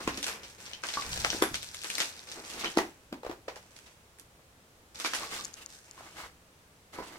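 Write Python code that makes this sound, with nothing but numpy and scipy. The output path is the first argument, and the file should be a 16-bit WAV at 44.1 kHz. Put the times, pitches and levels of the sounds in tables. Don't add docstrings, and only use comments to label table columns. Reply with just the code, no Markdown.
import sys
import numpy as np
from scipy import signal
from scipy.fft import rfft, irfft
from scipy.io import wavfile
from scipy.ndimage import uniform_filter1d

SR = 44100
rng = np.random.default_rng(int(sys.argv[2]) if len(sys.argv) > 2 else 0)


def transcribe(u):
    v = np.clip(np.atleast_2d(u).T, -1, 1)
    q = np.round(v * 32767).astype(np.int16)
    wavfile.write(sys.argv[1], SR, q)


N = 316638
TAPS = 2048
CLICK_HZ, CLICK_S = np.fft.rfftfreq(TAPS, 1 / SR), np.arange(TAPS) / SR
PORT_GAP_S = 0.000371

# freq_hz, density_db
SHARD_SPECTRUM = [(80, -43), (300, -7.5), (1000, -4), (2500, 3), (5500, 0.5), (8000, 1), (11000, -1.5),
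                  (16000, -20.5)]
# start_s, level_db, body_db, sparkle_db, room_db
SNAPS = [(0.0751, -25, 2.5, -10, 3.5), (0.1734, -31.5, -9, -6.5, 4), (0.2281, -28, -13.5, -5, 4.5),
         (0.2415, -24.5, -12, -15, -15), (0.2657, -27.5, -3, -1, 3.5), (0.2802, -30.5, -2, -5.5, 7.5),
         (0.432, -42.5, -8, -14, 9), (0.6619, -40, -9, -25, 4), (0.7333, -38, -16, -32, 3.5),
         (0.836, -27, 1.5, -11, 3), (0.8869, -29.5, -8.5, -23, 3.5), (0.9373, -30.5, -12, -20, 7),
         (1.0216, -31, -1, -24, -1), (1.132, -31, -2, -17, -14), (1.1744, -28.5, -5, -11, -11),
         (1.2467, -17.5, -2.5, -18, -5), (1.2613, -30, 11, -11, -3), (1.3018, -21, -23, -24, -2.5),
         (1.3294, -27.5, 18, -8, -8), (1.4219, -16.5, 8, -0.5, 2), (1.5424, -25, -11, -11, 3.5),
         (1.5545, -27.5, -28, -5, -8), (1.6287, -33, -11.5, -5, 0.5), (1.7449, -32.5, -10, -4, -2),
         (1.8164, -36, -22, -9, -17), (1.8349, -35, -10, 1, 4), (1.8439, -29.5, -1, -8, 0),
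         (1.9009, -26, -9.5, -6.5, 0), (1.9525, -25.5, -16, -8, -7), (1.982, -25, -1, -4, 2),
         (2.0022, -20, -8.5, -13.5, 4.5), (2.0165, -34, -2, 2, 7), (2.499, -36, -8, -5.5, 5.5),
         (2.6094, -36, -6, -22, 9), (2.6441, -24.5, 1.5, -34, 2), (2.7714, -24, -2, -10, 1),
         (2.7829, -25.5, -11, -10.5, -7), (3.484, -39, 2, -21, 5.5), (3.558, -44.5, -2.5, -7, 7.5),
         (3.764, -44.5, -13, -5, 1), (3.7883, -46, -11, -6, -8), (3.8615, -54, -5, -11, 12),
         (4.1858, -50.5, 0, 1, 2), (4.1967, -42, -20, 3, -5), (4.9993, -31, -3.5, -5, 4),
         (5.0464, -25, -.5, -13, 5), (5.0587, -27, -6.5, -8, 5), (5.1345, -25.5, -0.5, -7, 5),
         (5.1477, -28, -9.5, -5, 6)]


def snaps(burst_s=0.0006, splinter_s=0.0062, splinter_db=-9, strain_s=0.0019, strain_db=-15, gain_db=18):
    out = np.zeros((2, N))
    for start_s, level_db, body_db, sparkle_db, room_db in SNAPS:
        tilt = [(1500, body_db + 8.5), (3400, 0), (6000, 0), (9000, sparkle_db)]
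        colour = click(curve(SHARD_SPECTRUM, CLICK_HZ) + curve(tilt, CLICK_HZ))
        gain = amp(level_db + gain_db)
        crack = fractures(colour, burst_s) + amp(splinter_db) * fractures(colour, splinter_s)
        add(out, start_s, gain * in_room(crack, room_db, foot_pan_db(start_s), tail_input=colour))
        strain = np.array([fractures(colour, strain_s)[::-1] for port in range(2)])
        add(out, start_s - TAPS / SR + burst_s, gain * amp(strain_db) * strain)
    return out


# freq_hz, density_db
GRIT_SPECTRUM = [(880, -29), (1500, -2.5), (2320, -9), (2830, -9), (4730, -6.5), (5830, -3), (7690, -5),
                 (11200, -14.5), (14900, -21), (16000, -42)]
SPLINTER_SPECTRUM = [(800, -17), (2200, -17), (3600, 12.5), (5600, 10.5), (7500, -3.5), (11000, -23),
                     (16000, -15)]
MURMUR_SPECTRUM = [(80, -19.5), (200, -2.5), (340, -1), (600, 0.5), (1000, -1), (1600, -2.5), (2600, 1),
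                   (6000, -27)]
# start_s, length_s, grind_db, murmur_db
TREADS = [(-.03, .2, -50.5, -47), (.23, 0.087, -49.5, -42.5), (.42, 0.087, -55, -58),
          (.58, 0.14, -52, -51.5), (.85, 0.22, -43.5, -47.5), (.98, 0.37, -41.5, -43.5),
          (1.57, 0.36, -51, -55.5), (1.85, .2, -44.5, -49), (2.13, 0.047, -50, -53),
          (2.27, 0.05, -47.5, -49), (2.43, 0.29, -50, -49), (3.5, 0.37, -64, -64), (4.945, 0.046, -50, -51),
          (5.0, .035, -47, -53), (5.05, 0.34, -47.5, -50), (5.69, 0.035, -53.5, -62.5),
          (5.86, 0.23, -60.5, -59.5)]


def grinding(full_load_db=-51.5):
    weight, shift = envelopes(TREADS, rise_share=0.034, fall_db_per_s=72.5, build_db=2)
    load = np.minimum(weight / amp(full_load_db), 1) ** 2
    grit = weight * grains(GRIT_SPECTRUM, per_s=1300, spread_db=6.5, room_db=1.5)
    crackle = weight * load * grains(SPLINTER_SPECTRUM, per_s=260, spread_db=4.5, room_db=-6)
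    murmur = shift * grains(MURMUR_SPECTRUM, per_s=800, spread_db=2.5, room_db=5.5)
    return grit + amp(-1.5) * crackle + amp(-2.5) * murmur


# freq_hz, density_db
LITTER_SPECTRUM = [(150, -45), (450, -7.5), (760, 7), (930, 5), (1100, 1.5), (1500, -1.5), (2000, -3),
                   (2700, -8), (5000, -12), (12000, -25)]
# pitch_ratio, density_db
THUD_SPECTRUM = [(.1, -54), (.3, -39), (.6, -8), (1, 6), (1.5, -9), (2.1, -8), (3.2, -29), (7, -40),
                 (20, -80)]
# start_s, level_db, pitch_hz, clack_db
KNOCKS = [(0.075, -21, 293, -13.5), (0.177, -33, 281, -22), (1.245, -29.5, 580, 1.5),
          (1.345, -28.5, 315, -14), (1.421, -16, 340, -33), (2.771, -12.5, 343, -12.5),
          (2.786, -32.5, 378, 8), (3.125, -28, 294, -9.5), (3.231, -37, 550, -5.5), (3.247, -32.5, 550, -9),
          (3.263, -30, 520, -8.5), (3.295, -27.5, 372, -11.5), (3.311, -39, 510, 0.5), (3.48, -29, 530, -7),
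          (3.562, -43.5, 500, -3.5), (4.392, -54, 573, -10), (6.005, -42, 637, -20), (6.985, -33, 350, -17)]


def knocks(contact_s=0.0016, sink_s=0.00354, hollow_db=-11.5, hollow_t60_s=0.041, room_db=-6, gain_db=20):
    out = np.zeros((2, N))
    litter = click(curve(LITTER_SPECTRUM, CLICK_HZ))
    pitch_ratio, density_db = np.transpose(THUD_SPECTRUM)
    for start_s, level_db, pitch_hz, clack_db in KNOCKS:
        gain = amp(level_db + gain_db)
        spectrum = amp(curve(np.c_[pitch_hz * pitch_ratio, density_db], CLICK_HZ))
        pulse = np.fft.fftshift(irfft(1j * spectrum))
        thud = in_room(pulse / np.linalg.norm(pulse), room_db, pan_db=2, lag_s=0.000073)
        add(out, start_s + sink_s - TAPS / 2 / SR, gain * thud)
        hollow = ring([(pitch_hz, hollow_db, hollow_t60_s)], size=4096)
        add(out, start_s + sink_s, amp(level_db) * in_room(hollow, room_db, lag_s=0.0001))
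        clack = in_room(fractures(litter, contact_s), room_db=2.5, tail_input=litter)
        add(out, start_s, gain * amp(clack_db) * clack)
    return out


# freq_hz, density_db
SCRAPE_SPECTRUM = [(300, -15), (450, -5.5), (600, -7.5), (780, -2.5), (1020, -1), (1260, -0.5), (1500, -2),
                   (1850, -4.5), (2200, -1.5), (2800, -29), (4500, -11), (9000, -33)]
HISS_SPECTRUM = [(1500, -5.5), (2800, 3.5), (5000, -2), (8000, -3), (12000, -10.5), (16000, -20)]
RUB_SPECTRUM = [(90, -16), (200, -11.5), (340, -2), (500, -5.5), (800, -12.5), (2000, -45)]
# start_s, length_s, scrape_db, hiss_db, rub_db
SLIDES = [(-.01, 0.014, -43.5, -41, -45), (2.35, 0.048, -51.5, -68, -50.5), (2.51, 0.1, -50.5, -46.5, -48),
          (2.635, 0.017, -43, -44, -43.5), (5.17, 0.076, -45.5, -45.5, -51.5),
          (5.3, 0.068, -44.5, -41, -57), (5.41, 0.065, -60, -64, -61), (5.555, 0.076, -58.5, -51.5, -68),
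          (5.96, 0.12, -56.5, -57, -62.5), (6.07, 0.17, -64, -62, -62.5), (6.15, 0.098, -48.5, -50.5, -59),
          (6.92, 0.11, -49, -49.5, -54.5), (6.975, 0.038, -49, -45, -45), (7.0, 0.16, -54, -53.5, -53)]


def scuffing(slip_rms_db=1.5):
    scrape_gain, hiss_gain, rub_gain = envelopes(SLIDES, rise_share=0.24, fall_db_per_s=250, build_db=1.5)
    slip_db = slip_rms_db * unit_rms(uniform_filter1d(rng.standard_normal(N), size=400))
    scrape = scrape_gain * grains(SCRAPE_SPECTRUM, per_s=700, spread_db=2, room_db=0.5)
    hiss = hiss_gain * grains(HISS_SPECTRUM, per_s=2800, spread_db=14, room_db=11)
    rub = rub_gain * grains(RUB_SPECTRUM, per_s=700, spread_db=4, room_db=2.5)
    return amp(slip_db + 1) * scrape + amp(-0.5) * hiss + amp(slip_db / 2 - 0.5) * rub


# pitch_ratio, level_db, t60_cycles
PIECE_MODES = [(1.001, 1.5, 48), (1.08, -14, 21), (1.27, -9, 40), (2.66, -32, 70)]
# start_s, level_db, pitch_hz
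CLINKS = [(0.075, -28.5, 1085), (0.733, -32.5, 3080), (0.972, -25, 1130), (1.423, -24, 3510),
          (1.437, -44, 1520), (2.658, -23, 3070), (2.786, -26, 1950), (5.048, -28, 2267),
          (5.061, -30.5, 1605), (5.232, -37, 1114), (5.393, -38.5, 1184), (5.977, -46, 1060),
          (6.986, -36.5, 1003), (7.024, -39, 1030)]


def clinks():
    out = np.zeros((2, N))
    for start_s, level_db, pitch_hz in CLINKS:
        modes = [(pitch_hz * ratio, db, cycles / pitch_hz / ratio) for ratio, db, cycles in PIECE_MODES]
        add(out, start_s, amp(level_db) * in_room(ring(modes, size=4096), room_db=0.5, lag_s=0.0001))
    return out


# freq_hz, level_db, t60_s
METAL_MODES = [(10210, -19, .1), (10600, -6, 0.15), (11940, -7, 0.21), (11070, 5.5, 0.21),
               (11400, -12, .14), (11370, -9, .12), (11800, -13, .1), (13330, -10, 0.088)]
# start_s, level_db
JINGLES = [(1.422, -38.5), (2.774, -52)]


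def jingles():
    out = np.zeros((2, N))
    for start_s, level_db in JINGLES:
        metal = ring(METAL_MODES, size=12000)
        add(out, start_s, amp(level_db) * in_room(metal, room_db=-28.5, lag_s=0.00001))
    return out


# freq_hz, level_db, t60_s
TICK_MODES = [(5040, -3.5, 0.0048), (6050, 6, 0.0023), (6640, 1.5, 0.005), (10300, -12, 0.005),
              (12920, -13, .003)]
# start_s, level_db
TICKS = [(5.441, -31), (5.4485, -20), (5.4524, -20.5), (5.5365, -35), (5.5405, -25.5), (5.661, -24),
         (5.9113, -29)]


def ticks(rise_s=0.00022):
    out = np.zeros((2, N))
    attack = (1 - np.exp(-CLICK_S / rise_s)) ** 2
    for start_s, level_db in TICKS:
        tick = amp(level_db) * attack * ring(TICK_MODES, detune=0.036)
        add(out, start_s - PORT_GAP_S, in_room(tick, room_db=-36, pan_db=7, lag_s=0.00004))
    return out


# freq_hz, density_db
WIND_SPECTRUM = [(15, -8.5), (40, -4.5), (70, 4), (110, -1), (180, -6.5), (400, -32)]
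# start_s, length_s, level_db
GUSTS = [(.05, 0.035, -44.5), (1.04, 0.21, -41.5), (1.3, 0.14, -51), (1.51, 0.014, -45.5),
         (3.26, 0.039, -56), (6.23, 0.021, -58)]


def wind(draught_db=-60.5, ease_db_per_s=0.37, eddy_db=-16, gain_db=-3.5):
    buffet = steady_noise(WIND_SPECTRUM)
    eddies = amp(eddy_db) * steady_noise(WIND_SPECTRUM) * np.array([[1], [-1]])
    draught = amp(draught_db - ease_db_per_s * np.arange(N) / SR)
    gusts = envelopes(GUSTS, rise_share=0.23, fall_db_per_s=151)[0]
    return amp(gain_db) * (draught + gusts) * (buffet + eddies)


# freq_hz, density_db
HUSH_SPECTRUM = [(59, -40), (100, -6.5), (147, -5), (239, -7), (271, -5), (308, -6.5), (492, -5.5),
                 (676, -8.5), (836, -10), (1360, -10.5), (4770, -17.5), (8110, -18.5), (16000, -27.5)]


def hush(level_db=-61):
    return amp(level_db) * steady_noise(HUSH_SPECTRUM)


# freq_hz, t60_s
ROOM_DECAY = [(150, 0.38), (400, 0.26), (1200, 0.25), (4000, 0.25), (9000, 0.24), (16000, 0.37)]
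# nominal_delay_s, gain
ECHOES = [(.0068, 0.14), (0.0103, 0.21), (0.0167, 0.32), (0.024, 0.095)]


def in_room(x, room_db, pan_db=0, lag_s=0.00023, tail_input=None, size=16384, build_s=0.00073):
    hz, t, spectra = signal.stft(diffuse_noise(size), SR, nperseg=256)
    decay = amp(-60 * t / curve(ROOM_DECAY, hz)[:, None])
    tail = signal.istft(spectra * decay, SR, nperseg=256)[1][:, :size]
    tail *= 1 - np.exp(-np.arange(size) / SR / build_s)
    tail /= np.linalg.norm(tail[0])
    paths = arrival(PORT_GAP_S, lag_s * rng.uniform(0.27, 1.1), size) * amp([[pan_db / 2], [-pan_db / 2]])
    for nominal_delay_s, gain in ECHOES:
        delay_s = nominal_delay_s * rng.uniform(0.94, 0.96)
        paths += amp(room_db) * gain * arrival(delay_s, PORT_GAP_S * rng.uniform(-0.48, 0.46), size)
    tail_input = x if tail_input is None else tail_input
    reverb = amp(room_db) * signal.oaconvolve(tail_input[None], tail, axes=1)
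    return signal.oaconvolve(x[None], paths, axes=1) + reverb


def arrival(delay_s, lag_s, size):
    n = np.arange(size)
    return np.array([np.sinc(n - delay_s * SR), np.sinc(n - (delay_s + lag_s) * SR)])


# time_s, pan_db
FOOT_PAN = [(.2, 0.5), (.85, 4), (2.0, 4.5), (2.6, -4), (3.3, -9), (5.1, -4), (6.2, 0), (7.0, -12)]


def foot_pan_db(time_s):
    return np.interp(time_s, *np.transpose(FOOT_PAN))


def fractures(colour, decay_s):
    noise = rng.standard_normal(TAPS)
    spikes = noise * np.sqrt(abs(noise))
    burst = signal.fftconvolve(spikes * CLICK_S * np.exp(-CLICK_S / decay_s), colour)[:TAPS]
    return burst / np.linalg.norm(burst)


def grains(spectrum, per_s, spread_db, room_db, spots=3):
    out = np.zeros((2, N))
    colour = click(curve(spectrum, CLICK_HZ))
    for _ in range(spots):
        sizes = amp(spread_db * np.minimum(rng.exponential(1, N), 4)) * rng.choice([-1, 1], N)
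        impulses = sizes * (rng.random(N) < per_s / spots / SR)
        out += in_room(signal.oaconvolve(impulses, colour), room_db)[:, :N]
    return unit_rms(out)


def envelopes(rows, rise_share, fall_db_per_s, build_db=0):
    t = np.arange(N) / SR
    gains = np.zeros((len(rows[0]) - 2, N))
    for start_s, length_s, *levels_db in rows:
        age_s = t - start_s
        attack = np.clip(age_s / (rise_share * length_s), 0, 1)
        swell_db = build_db * (np.clip(age_s / length_s, 0, 1) - 0.5)
        fall_db = fall_db_per_s * np.clip(age_s - length_s, 0, 1)
        gains = np.maximum(gains, np.outer(amp(levels_db), attack * amp(swell_db - fall_db)))
    return gains


def click(spectrum_db):
    log_gain = np.log(amp(np.r_[spectrum_db, spectrum_db[-2:0:-1]]))
    wave = np.fft.ifft(np.exp(np.conj(signal.hilbert(log_gain)))).real
    return wave / np.linalg.norm(wave)


def ring(modes, size=TAPS, detune=0):
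    t = np.arange(size) / SR
    out = np.zeros(size)
    for freq_hz, level_db, t60_s in modes:
        freq_hz *= 1 + detune * rng.uniform(-1, 1)
        out += amp(level_db - 60 * t / t60_s) * np.sin(2 * np.pi * freq_hz * t)
    return out


def diffuse_noise(size):
    left, other = rfft(rng.standard_normal((2, size)))
    coherence = np.sinc(2 * PORT_GAP_S * np.fft.rfftfreq(size, 1 / SR))
    right = coherence * left + np.sqrt(1 - coherence ** 2) * other
    return irfft(np.array([left, right]), size)


def steady_noise(spectrum):
    gain = amp(curve(spectrum, np.fft.rfftfreq(N, 1 / SR)))
    return unit_rms(irfft(rfft(diffuse_noise(N)) * gain, N))


def curve(points, hz):
    freq_hz, value = np.transpose(points)
    return np.interp(np.log(hz + 1), np.log(freq_hz), value)


def amp(db):
    return 10 ** (np.asarray(db) / 20)


def unit_rms(x):
    return x / np.sqrt(np.mean(x ** 2) + 1e-20)


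def add(mix, start_s, sound):
    part = mix[:, max(round(start_s * SR), 0):][:, :sound.shape[1]]
    part += sound[:, :part.shape[1]]


def scene(pan_share=0.2):
    pan_db = pan_share * foot_pan_db(np.arange(N) / SR)
    soles = (grinding() + scuffing()) * amp([pan_db / 2, -pan_db / 2])
    return snaps() + soles + knocks() + clinks() + jingles() + ticks() + wind() + hush()


def record(dry):
    lowpass = signal.firwin(511, 16150, window=("kaiser", 9), fs=SR)
    return signal.oaconvolve(dry, lowpass[None], "same", axes=1)


dry = scene()
out = record(dry)
transcribe(out)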